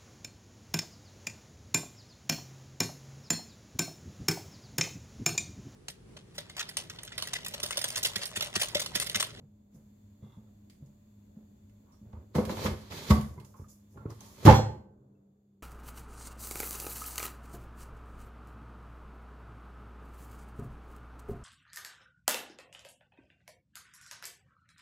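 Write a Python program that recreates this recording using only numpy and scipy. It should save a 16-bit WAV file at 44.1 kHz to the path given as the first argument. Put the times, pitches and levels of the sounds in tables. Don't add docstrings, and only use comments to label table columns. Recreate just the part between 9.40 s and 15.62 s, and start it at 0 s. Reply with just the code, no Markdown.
import sys
import numpy as np
from scipy import signal
from scipy.fft import rfft, irfft, next_fast_len
from scipy.io import wavfile
from scipy.ndimage import uniform_filter1d

SR = 44100
rng = np.random.default_rng(int(sys.argv[2]) if len(sys.argv) > 2 else 0)


def invert_db(level):
    return 10 ** (np.asarray(level, dtype=float) / 20)


def output_pcm(signal):
    pcm = np.clip(np.atleast_2d(signal).T, -1, 1) * 32767
    wavfile.write(sys.argv[1], SR, np.round(pcm).astype(np.int16))


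N = 274460
TIME = np.arange(N) / SR
PORTS = np.array([[1], [-1]])


def unit(x):
    return x / np.sqrt(np.mean(x ** 2))


def colour(x, points):
    hz, db = np.transpose(points)
    size = next_fast_len(x.shape[-1])
    grid = np.log(np.maximum(np.arange(size // 2 + 1) * SR / size, 1))
    gain = invert_db(np.interp(grid, np.log(hz), db, left=-np.inf, right=-np.inf))
    return unit(irfft(rfft(x, size) * gain, size)[..., :x.shape[-1]])


def peaks(x, modes):
    return unit(sum(invert_db(db) * signal.lfilter(*signal.iirpeak(hz, hz / width, SR), x) for hz, width, db in modes))


def walk(rate):
    k = int(SR / rate)
    held = np.repeat(rng.standard_normal(N // k + 1), k)
    return 1.6 * uniform_filter1d(uniform_filter1d(held, k), k)[:N]


def grains(rate, spread_db):
    size_db = spread_db * np.minimum(rng.exponential(size=N), 4)
    return (rng.random(N) < rate / SR) * rng.standard_normal(N) * invert_db(size_db)


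def spread(make, share):
    return make() + share * make() * PORTS


def add(out, sound, s, pan_db=0):
    start = int(max(s, 0) * SR)
    sound = sound[..., :N - start]
    out[:, start:start + sound.shape[-1]] += sound * invert_db(PORTS * pan_db / 2)


def near(modes, hz, octaves):
    return 1 / (1 + (np.log2(np.array(modes)[:, 0] / hz) / octaves) ** 2) ** 2


def ring(modes, gain, push):
    t = np.arange(SR // 2) / SR
    hz, db, t60 = np.transpose(modes)[:, :, None]
    free = np.sum(gain[:, None] * invert_db(db - 60 * t / t60) * np.sin(2 * np.pi * hz * t), axis=0)
    pushed = signal.fftconvolve(free[None], np.atleast_2d(push), axes=1)[:, :len(t)]
    return pushed / np.max(np.abs(pushed))


def strokes(rows):
    attack_db_per_s, release_db_per_s = 895, 297
    s, hold, db = np.transpose(rows)[:, :, None]
    below_db = attack_db_per_s * np.maximum(s - TIME, 0) + release_db_per_s * np.maximum(TIME - s - hold, 0)
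    return invert_db(np.max(db - below_db, axis=0))


def hum(lines):
    beat_hz, beat_top_s = 1.785, .1
    beat = np.cos(2 * np.pi * beat_hz * (TIME - beat_top_s))
    out = 0
    for hz, db, beat_db, wobble_db in lines:
        level = invert_db(db + beat_db * beat + wobble_db * walk(9.0))
        out = out + np.sqrt(2) * level * np.sin(2 * np.pi * hz * TIME + 0.81 * walk(12.0))
    return out


def rumble(points):
    mid = colour(rng.standard_normal(N), points)
    side_points = [(hz, db + min(12 * np.log2(hz / 700), 0)) for hz, db in points]
    side = colour(rng.standard_normal(N), side_points)
    return (mid + invert_db(-13.0) * side * PORTS) * invert_db(1.4 * walk(4.4))


# f/Hz, level/dB per Hz
HISS = [(590, -31), (1000, -1), (1320, -9.5), (1450, -7.5), (3340, -12.5), (3500, -4), (3800, -14.5),
        (4310, -9), (5570, -18.5), (6940, -3), (7790, -10), (8360, -24.5), (12800, -10.5), (15100, -13),
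        (16000, -14.5)]


def hiss():
    return colour(rng.standard_normal((2, N)), HISS) * invert_db(-80.5 + 7.0)


# f/Hz, width/Hz, level/dB
WHINE = [(586, 14, 4), (3558, 30, -7), (4468, 60, -10), (6724, 120, -5), (7510, 80, -6.5)]


def whine():
    return peaks(peaks(rng.standard_normal((2, N)), WHINE), WHINE) * invert_db(-82)


# f/Hz, level/dB per Hz
RUMBLE = [(15, -54.5), (25, -9.5), (92, 0.5), (154, -11), (209, -4), (300, -11.5), (394, -21.5), (537, -26),
          (605, -26), (743, -31), (1500, -51), (1950, -74), (3300, -120)]
LATER_RUMBLE = [(24, -50), (40, -14.5), (139, 1), (168, -18), (203, -1), (250, -11.5), (406, -11),
                (800, -28), (1570, -42.5), (2500, -79.5), (3250, -104), (5500, -120)]
# f/Hz, rms level/dB, beat depth/dB, wobble/dB
HUM = [(101, -64.5, 7, 1), (207, -60.5, 1, .8), (308, -83, 2, 3), (392, -87, 2, 4), (441.4, -89, 0, 3),
       (586.8, -87, 0, 2), (872, -96, 0, 2)]
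LATER_HUM = [(97, -74, 2, 2.5), (134.6, -70, 2, 2), (199.2, -62.5, 1, 1.5), (296, -79, 1, 3),
             (319, -83, 1, 4), (398.4, -80, 1, 4), (420, -81, 1, 4), (522, -90, 1, 3), (554.5, -91, 1, 3),
             (754, -98, 1, 3)]


def kitchen():
    change_s, change_lasts_s = 5.3, 0.66
    change = np.clip((TIME - change_s) / change_lasts_s, 0, 1)
    first_db = -5 + (-38.5 + 5) * change
    opening_dip_db = -6 * np.clip((.33 - TIME) / 0.026, 0, 1)
    hiss_db = -6 + (-19.5 + 6) * np.clip((TIME - 5.33) / .15, 0, 1) + opening_dip_db
    later = invert_db(-8 * (TIME - change_s)) * np.clip((TIME - change_s) / 0.27 + 1, 0, 1)
    shake_db = 10.5 * np.clip((6.06 - TIME) / change_lasts_s, 0, 1)
    first_floor = rumble(RUMBLE) * invert_db(-60 + 5 * np.exp(-TIME / 0.02)) + hum(HUM)
    later_floor = rumble(LATER_RUMBLE) * invert_db(-68.5 + shake_db) + hum(LATER_HUM)
    airy = hiss() + whine() * invert_db(first_db / 3)
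    return airy * invert_db(hiss_db) + first_floor * invert_db(first_db) + later * later_floor


# f/Hz, width/Hz, level/dB
BODY = [(136, 130, -1.5), (215, 110, 7.5), (333, 490, 2), (380.4, 30, 6), (473, 110, -0.5), (558, 16, -3.5)]
# t/s, hold/s, level/dB
RUBS = [(.005, 0.03, -69.5), (.355, 0.048, -69.5), (.69, 0.041, -88), (.825, 0.047, -65.5),
        (.98, 0.12, -72.5), (1.425, 0.066, -75), (1.97, 0.042, -69), (2.44, 0.057, -76), (2.5, 0.11, -78),
        (2.65, 0.051, -67), (2.74, 0.09, -65), (2.9, 0.029, -72.5), (3.17, 0.14, -65), (3.9, 0.12, -61),
        (4.07, 0.15, -67.5), (4.19, 0.12, -72.5), (4.35, .18, -80.5), (4.55, 0.16, -63.5)]


def grind(strain):
    texture = spread(lambda: peaks(peaks(grains(1200, spread_db=1.5), BODY), BODY), .3)
    return texture * (strokes(RUBS) + strain * invert_db(-2.5))


# f/Hz, level/dB, t60/s
TABLE = [(53.5, -8, 0.12), (73, 7, 0.22), (97.75, 2.5, 0.085), (110, -6, 0.46), (137.4, -1, 0.26),
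         (153.3, -2.5, 0.1), (205, -14, 0.12), (212.5, 6.5, 0.18), (262, -18, 0.11), (331, -13, .1)]


def table_boom(hz, octaves):
    thud = np.diff(np.hanning(int(0.006 * SR)))
    return ring(TABLE, 0.15 * near(TABLE, 212, 0.25) + near(TABLE, hz, octaves), thud)


# f/Hz, level/dB, t60/s
LID = [(315.4, -16.5, 0.184), (375.5, 2, 0.059), (429, -7.5, 0.11), (517, 0, 0.083), (612, -5, 0.037),
       (765, -6, 0.2), (874, -4.5, 0.031), (986, -4.5, 0.094), (1231, 1, 0.021), (1096, 3, 0.05),
       (1347, -5, 0.05), (1526, -20.5, 0.94), (1639, -9, .08), (2100, 1.5, 0.049)]


def lid_rattle(draw, hz, octaves, rise_s, fall_s, side):
    t = np.arange(draw.shape[1]) / SR
    shake = uniform_filter1d(draw[0] + side * draw[1] * PORTS, size=int(SR / hz / 4), axis=1)
    lid = np.array(LID) * [1 + 0.015 * draw[0, -1], 1, 1]
    return ring(lid, near(LID, hz, octaves), shake * np.minimum(t / rise_s, 1) * np.exp(-t / fall_s))


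def strike(out, s, table_db, table_hz, lid_db, lid_hz, octaves):
    draw = rng.standard_normal((2, SR // 10))
    add(out, invert_db(table_db - 9.5) * table_boom(table_hz, octaves), s + 0.0014, -.4)
    add(out, invert_db(lid_db - 0.5) * lid_rattle(draw, lid_hz, 0.4, 0.00076, 0.0075, 0.27), s + 0.0014, -.8)


# t/s, table level/dB, table f/Hz
TOUCHES = [(0.009, -40, 196), (0.03, -38, 151), (0.343, -37.5, 215), (0.359, -39.5, 150), (0.823, -32, 120),
           (0.834, -36, 212), (0.968, -36, 105), (0.975, -32.5, 217), (1.965, -32, 236), (2.108, -44, 205),
           (2.661, -36, 101), (2.732, -29.5, 61.5), (2.769, -30, 67.5), (2.624, -39.5, 96),
           (3.006, -23.5, 213.3), (3.023, -29, 210.6), (3.172, -33.5, 109), (3.252, -19, 220),
           (3.272, -25.5, 200), (3.296, -39, 148), (3.522, -43, 114.5), (4.599, -39, 113.3),
           (4.215, -31.5, 87.4), (4.555, -36.5, 110),
           (1.42, -31, 150),
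    (2.61, -39.5, 222),
]


def touches():
    out = np.zeros((2, N))
    for s, db, hz in TOUCHES:
        strike(out, s, db, hz, db - 27.5, 450, octaves=0.35)
    return out


# f/Hz, level/dB per Hz
FIZZ = [(3500, -33.5), (5200, -6), (6800, -3), (8500, -13.5), (11000, -8), (15500, -9)]
# t/s, hold/s, level/dB
SQUELCHES = [
    (.35, 0.0038, -78),
    (.83, 0.14, -88.5),
    (3.8, 0.14, -76.5),
    (4.05, 0.059, -76.5),
    (4.17, 0.058, -74.5),
    (4.3, 0.015, -68),
    (4.51, .03, -79),
]


def fizz(effort):
    texture = spread(lambda: colour(grains(9000, spread_db=2.0), FIZZ), .9) * invert_db(1.5 * walk(40))
    return texture * (strokes(SQUELCHES) + effort * invert_db(-13))


# f/Hz, width/Hz, level/dB
SCRAPE = [(1760, 28, -6), (2080, 110, 4.5), (2810, 140, 2), (3470, 330, 6.5)]
# t/s, hold/s, level/dB
SLIDES = [
    (.83, 0.045, -81),
    (.89, 0.055, -78),
]


def scrape():
    return peaks(peaks(grains(1500, spread_db=0.0), SCRAPE), SCRAPE) * strokes(SLIDES)


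# t/s, level/dB, lid f/Hz, crack level/dB
KNOCKS = [(0.83, -58, 930, -88), (2.729, -47.5, 853, -53), (2.953, -30.5, 810, -35),
          (2.983, -29.5, 720, -31.5), (3.094, -28, 910, -28), (3.107, -36, 800, -36),
          (3.1693, -33.5, 900, -30.5), (3.18, -37.5, 1100, -32), (3.19, -30, 860, -38),
          (3.205, -44, 944, -48), (3.218, -37, 1200, -47), (3.248, -29.5, 880, -47),
          (3.258, -26, 1070, -23), (3.264, -35, 1137, -19), (3.284, -46, 890, -34),
          (3.295, -45, 990, -36.5), (3.505, -46.5, 930, -44), (3.52, -37.5, 910, -29.5),
          (3.545, -41.5, 980, -54), (3.578, -39, 920, -59), (3.96, -64, 980, -85), (3.706, -19, 1100, -19),
          (3.71, -31, 1060, -25), (3.724, -28.5, 802, -43), (3.735, -39, 930, -49), (3.774, -50, 1080, -53),
          (3.976, -45.5, 990, -69), (4.14, -50, 1150, -63), (4.241, -52, 1190, -81),
          (4.572, -41, 1250, -71), (4.658, -42, 1170, -71), (4.704, -43.5, 1250, -51.5),
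          (4.809, -46, 920, -72), (5.023, -50, 520, -64), (5.052, -43, 900, -19), (5.061, -9.5, 812, -11.5),
          (5.07, -8.5, 1004, -11), (5.078, -2, 850, -9.5), (5.088, -9.5, 906, -10), (5.097, -13.5, 817, -9),
          (5.11, -22, 890, -14), (5.125, -13, 915, -14)]


def knocks():
    out, t = np.zeros((2, N)), np.arange(SR // 10) / SR
    crack_colour = [(1200, 11.5), (2500, 3.5), (6500, -6.5), (8500, -20.5), (15500, -25.0)]
    for s, db, hz, crack_db in KNOCKS:
        draw = rng.standard_normal((4, len(t)))
        add(out, invert_db(db - 4.5) * lid_rattle(draw, hz, 0.11, 0.0016, 0.0068, 0.6), s, -2.8)
        burst = (draw[2] + 0.89 * draw[3] * PORTS) * np.exp(-t / 0.011)
        crack = colour(burst, crack_colour) * (1 - t / t[-1]) ** 2
        add(out, invert_db(crack_db - 8.5) * crack / np.max(np.abs(crack)), s, -2.2)
    return out


# f/Hz, width/Hz, level/dB
CREAK = [(770, 180, -5), (913, 120, 15), (1095.5, 290, 15), (1432, 300, -7), (2090, 250, -6.5)]
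# t/s, hold/s, level/dB
CREAKS = [
    (.84, 0.13, -77.5),
    (2.47, .03, -78),
    (2.505, 0.024, -75),
    (2.735, 0.032, -67.5),
    (3.93, .09, -83),
    (3.98, 0.072, -71),
    (4.145, 0.063, -69.5),
    (4.57, 0.096, -70),
]


def creak(strain):
    texture = spread(lambda: peaks(peaks(grains(1500, spread_db=1.5), CREAK), CREAK), .9)
    return texture * (strokes(CREAKS) + strain * invert_db(-11))


# t/s, level/dB, f/Hz, breadth/dB, length/ms
TICKS = [(1.071, -73, 3550, -32, 6), (1.072, -70, 1320, -32, 7), (1.2987, -51, 4800, -8, 5.5),
         (1.299, -56.5, 2370, -4, 30), (1.4606, -62.5, 6850, -11, 13), (2.296, -64, 2050, -12, 5.3),
         (2.52, -63.5, 5650, -11, 94), (2.953, -36, 2170, -21, 19), (3.052, -34, 2100, 1, 9.4),
         (3.706, -28, 2057, -28, 10), (3.504, -56, 2040, 0, 7.3), (3.8117, -37.5, 2010, 8, 4.1),
         (3.978, -55, 2100, -32.5, 11), (3.999, -49.5, 2210, 2.5, 11), (4.048, -47.5, 6850, -8, 7.5),
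         (4.285, -53, 7000, -21, 26), (4.573, -55.5, 1375, -32, 64), (4.7038, -44, 5570, -15, 4),
         (4.807, -40, 6430, -14, 5)]


def ticks():
    out, t = np.zeros((2, N)), np.arange(SR // 5) / SR
    for s, db, hz, skirt_db, ms in TICKS:
        draw = rng.standard_normal((2, len(t)))
        burst = (draw[0] + 1.1 * draw[1] * PORTS) * np.exp(-t * 1000 / max(ms, 1))
        points = [(500, skirt_db - 15.5), (hz / 1.2, skirt_db), (hz, 0), (hz * 1.1, skirt_db),
                  (15800, skirt_db - 10.5)]
        snap = colour(burst, points) * (1 - t / t[-1]) ** 2
        add(out, invert_db(db - 2.0) * snap / np.max(np.abs(snap)), s, -3.5)
    return out


# t/s, cutting effort level/dB, lid strain level/dB
PRESSES = [
    [(2.94, -72, -77), (2.952, -43, -33), (2.992, -54.5, -35), (3.068, -60, -49), (3.11, -42, -43.5),
     (3.146, -52.5, -46), (3.176, -47.5, -56.5), (3.26, -37.5, -35.5), (3.34, -68, -59)],
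    [(3.38, -62, -55.5), (3.498, -61.5, -63), (3.512, -46.5, -49), (3.662, -49, -51.5), (3.695, -44, -46.5),
     (3.708, -27, -22), (3.735, -56.5, -36), (3.77, -58, -39.5), (3.9, -75, -72)],
    [(4.69, -75, -66), (4.702, -56, -53.5), (4.766, -65, -73.5), (4.816, -56.5, -58), (4.96, -57, -64),
     (5.02, -51.5, -53), (5.048, -41.5, -42.5), (5.054, -26.5, -30), (5.1, -41.5, -18.5)],
]
PRESS_TEAR_DB = [
    0,
    2,
    -5.5,
]


def presses():
    effort = cutting = strain = load = 0
    for (s, effort_db, strain_db), flesh_db in zip(map(np.transpose, PRESSES), PRESS_TEAR_DB):
        during = strokes([(s[0], s[-1] - s[0], 0)])
        press_effort = invert_db(np.interp(TIME, s, effort_db)) * during
        press_strain = invert_db(np.interp(TIME, s, strain_db)) * during
        effort = effort + press_effort
        cutting = cutting + press_effort * invert_db(flesh_db)
        strain = strain + press_strain
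        load = load + np.minimum(press_strain, invert_db(-44))
    return effort, cutting, strain, load


# f/Hz, level/dB per Hz
TEAR = [(760, -37.5), (1300, -8), (1680, -3.5), (2610, -4), (2830, -8.5), (3090, -2.5), (4200, -1.5),
        (9000, -20.5), (11700, -48.5), (19800, -120)]


def tear(cutting):
    texture = spread(lambda: colour(grains(9000, spread_db=1.6), TEAR), .9) * invert_db(1.2 * walk(30))
    return texture * cutting * invert_db(-9)


# f/Hz, level/dB
HEAVE = [(35, -20), (70, -4), (105, -0.5), (150, -10), (260, -37.5)]


def heave(load):
    return colour(grains(300, spread_db=-2.5), HEAVE) * load * invert_db(-4.5)


# t/s, table level/dB, table f/Hz, lid level/dB, lid f/Hz
BLOWS = [(2.953, -16.5, 157, -29.5, 294), (2.965, -19.5, 91.4, -42, 377), (2.98, -11, 215, -17.5, 515),
         (3.03, -36.5, 100.8, -32.5, 499), (3.069, -25.5, 99.6, -43, 517), (3.134, -32.5, 72.4, -44.5, 513),
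         (3.169, -33.5, 90, -36, 450), (3.19, -35, 88.3, -38.5, 480), (3.215, -41, 91, -35, 480),
         (3.246, -22, 80, -28, 450), (3.33, -37.5, 80, -35.5, 470), (3.078, -44, 199, -38, 517),
         (3.118, -32, 210, -30, 490.4), (3.685, -31, 105, -44, 500), (3.096, -22, 217, -29, 491),
         (3.261, -45, 194.4, -33.5, 381), (3.28, -20.5, 115.9, -30, 481), (3.31, -20.5, 77.3, -34, 474.6),
         (3.702, -1, 192.5, -29.5, 301), (3.708, -3, 77.6, -37, 564), (3.776, -15, 146, -41, 544),
         (3.973, -29.5, 126, -47, 293), (4.193, -31, 106.6, -47.5, 355), (4.571, -40.5, 56.4, -46.5, 367),
         (4.653, -24, 113.1, -30.5, 338), (4.708, -43.5, 105.2, -47, 376), (5.049, -3.5, 130.5, -25, 320.3),
         (5.059, -3.5, 141.6, -12.5, 312), (5.067, 2, 130, -11.5, 334.4), (5.075, 1, 95, -12.5, 388.5),
         (5.087, -4.5, 225, -10, 517), (5.096, -4.5, 73, -15, 517), (5.109, -11, 76.3, -23, 508),
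         (5.124, -35, 97.8, -18.5, 501.4), (5.14, -25.5, 78.8, -21.5, 562), (5.154, -46, 76, -26, 440.3),
         (5.189, -30, 120, -24.5, 599), (5.224, -34.5, 104.6, -35.5, 510), (5.29, -40.5, 196, -36, 350.5),
         (5.346, -52.5, 198.8, -42, 381)]


def blows():
    out = np.zeros((2, N))
    for s, table_db, table_hz, lid_db, lid_hz in BLOWS:
        strike(out, s, table_db, table_hz, lid_db, lid_hz, octaves=.45)
    return out


def squeak():
    start_s, end_s = span_s = (4.95, 5.05)
    pitch_hz = np.interp(TIME, span_s, (2200, 2390)) * (1 + .012 * walk(200))
    level = invert_db(np.interp(TIME, span_s, (-86, -71)) + 2.5 * walk(60))
    return np.sin(2 * np.pi * np.cumsum(pitch_hz) / SR) * level * strokes([(start_s, end_s - start_s, 0)])


# f/Hz, level/dB, t60/s
BLADES = [(1540, -21, .9), (3343, 6, .28), (3714, -5, .28), (4264, 3, .36), (5179, -5, .36), (5803, 5, .27),
          (7020, 5, .32), (7833, -8, .36), (8861, -12, .24), (10200, -13, .2), (12080, -6, .17),
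          (12380, -2, .18), (13600, -10, .15), (14800, -5, .19)]


def blades():
    out = np.zeros((2, N))
    sound = ring(BLADES, np.ones(len(BLADES)), np.eye(5)[[0, 4]])
    swell = np.minimum(np.arange(sound.shape[1]) / SR / .025, 1)
    add(out, invert_db(-23.5) * sound * swell, 5.135, -2.2)
    return out


def ping():
    out = np.zeros((2, N))
    add(out, invert_db(-73) * ring([(2660, 0, .12)], np.ones(1), np.hanning(40)), 5.752)
    return out


# f/Hz, t60/s, wet level/dB
ROOM = [(88.6, 0.44, -7), (230, 0.5, -8), (600, 0.49, -7.5), (2100, 0.4, -1.5), (4850, 0.36, -1),
        (11800, 0.38, 2)]


def room(dry):
    t = np.arange(int(.7 * SR)) / SR
    echo = 0
    for k, (hz, t60, db) in enumerate(ROOM):
        below = ROOM[k - 1][0] if k else 30
        above = ROOM[k + 1][0] if k + 1 < len(ROOM) else 16000
        low, high = np.sqrt(below * hz), np.sqrt(hz * above)
        points = [(below, -30), (low, -3), (hz, 0), (high, -3), (above, -30)]
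        mid, side = colour(rng.standard_normal((2, len(t))), points)
        width = min(.06 + (hz / 750) ** 1.5, 1.1)
        band = (mid + width * side * PORTS) * invert_db(-60 * t / t60) * np.clip(t / 0.0059, 0, 1)
        echo = echo + invert_db(db) * band * np.sqrt((high - low) / SR / np.sum(band ** 2) * 2)
    return dry + signal.fftconvolve(dry, echo, axes=1)[:, :N]


def scene():
    effort, cutting, strain, load = presses()
    worked = grind(strain) + fizz(effort) + scrape() + creak(strain) + tear(cutting) + heave(load) + squeak()
    chopper = room(worked * invert_db(-1.1 * PORTS) + touches() + knocks() + ticks() + blows())
    air = signal.sosfiltfilt(signal.butter(4, 8200, "high", fs=SR, output="sos"), chopper)
    lost = (1 - invert_db(-6)) * np.clip((TIME - 5.15) / .012, 0, 1)
    return chopper - lost * air + blades() + ping() + kitchen()


def band_limit(x):
    return signal.sosfilt(signal.butter(12, 15800, fs=SR, output="sos"), x)


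def record(dry):
    heard = signal.sosfilt(signal.butter(3, 42, "high", fs=SR, output="sos"), dry)
    rounded = 1.2 * np.tanh(1.12 * heard)
    return band_limit(rounded)


dry = scene()
out = record(dry)
output_pcm(out)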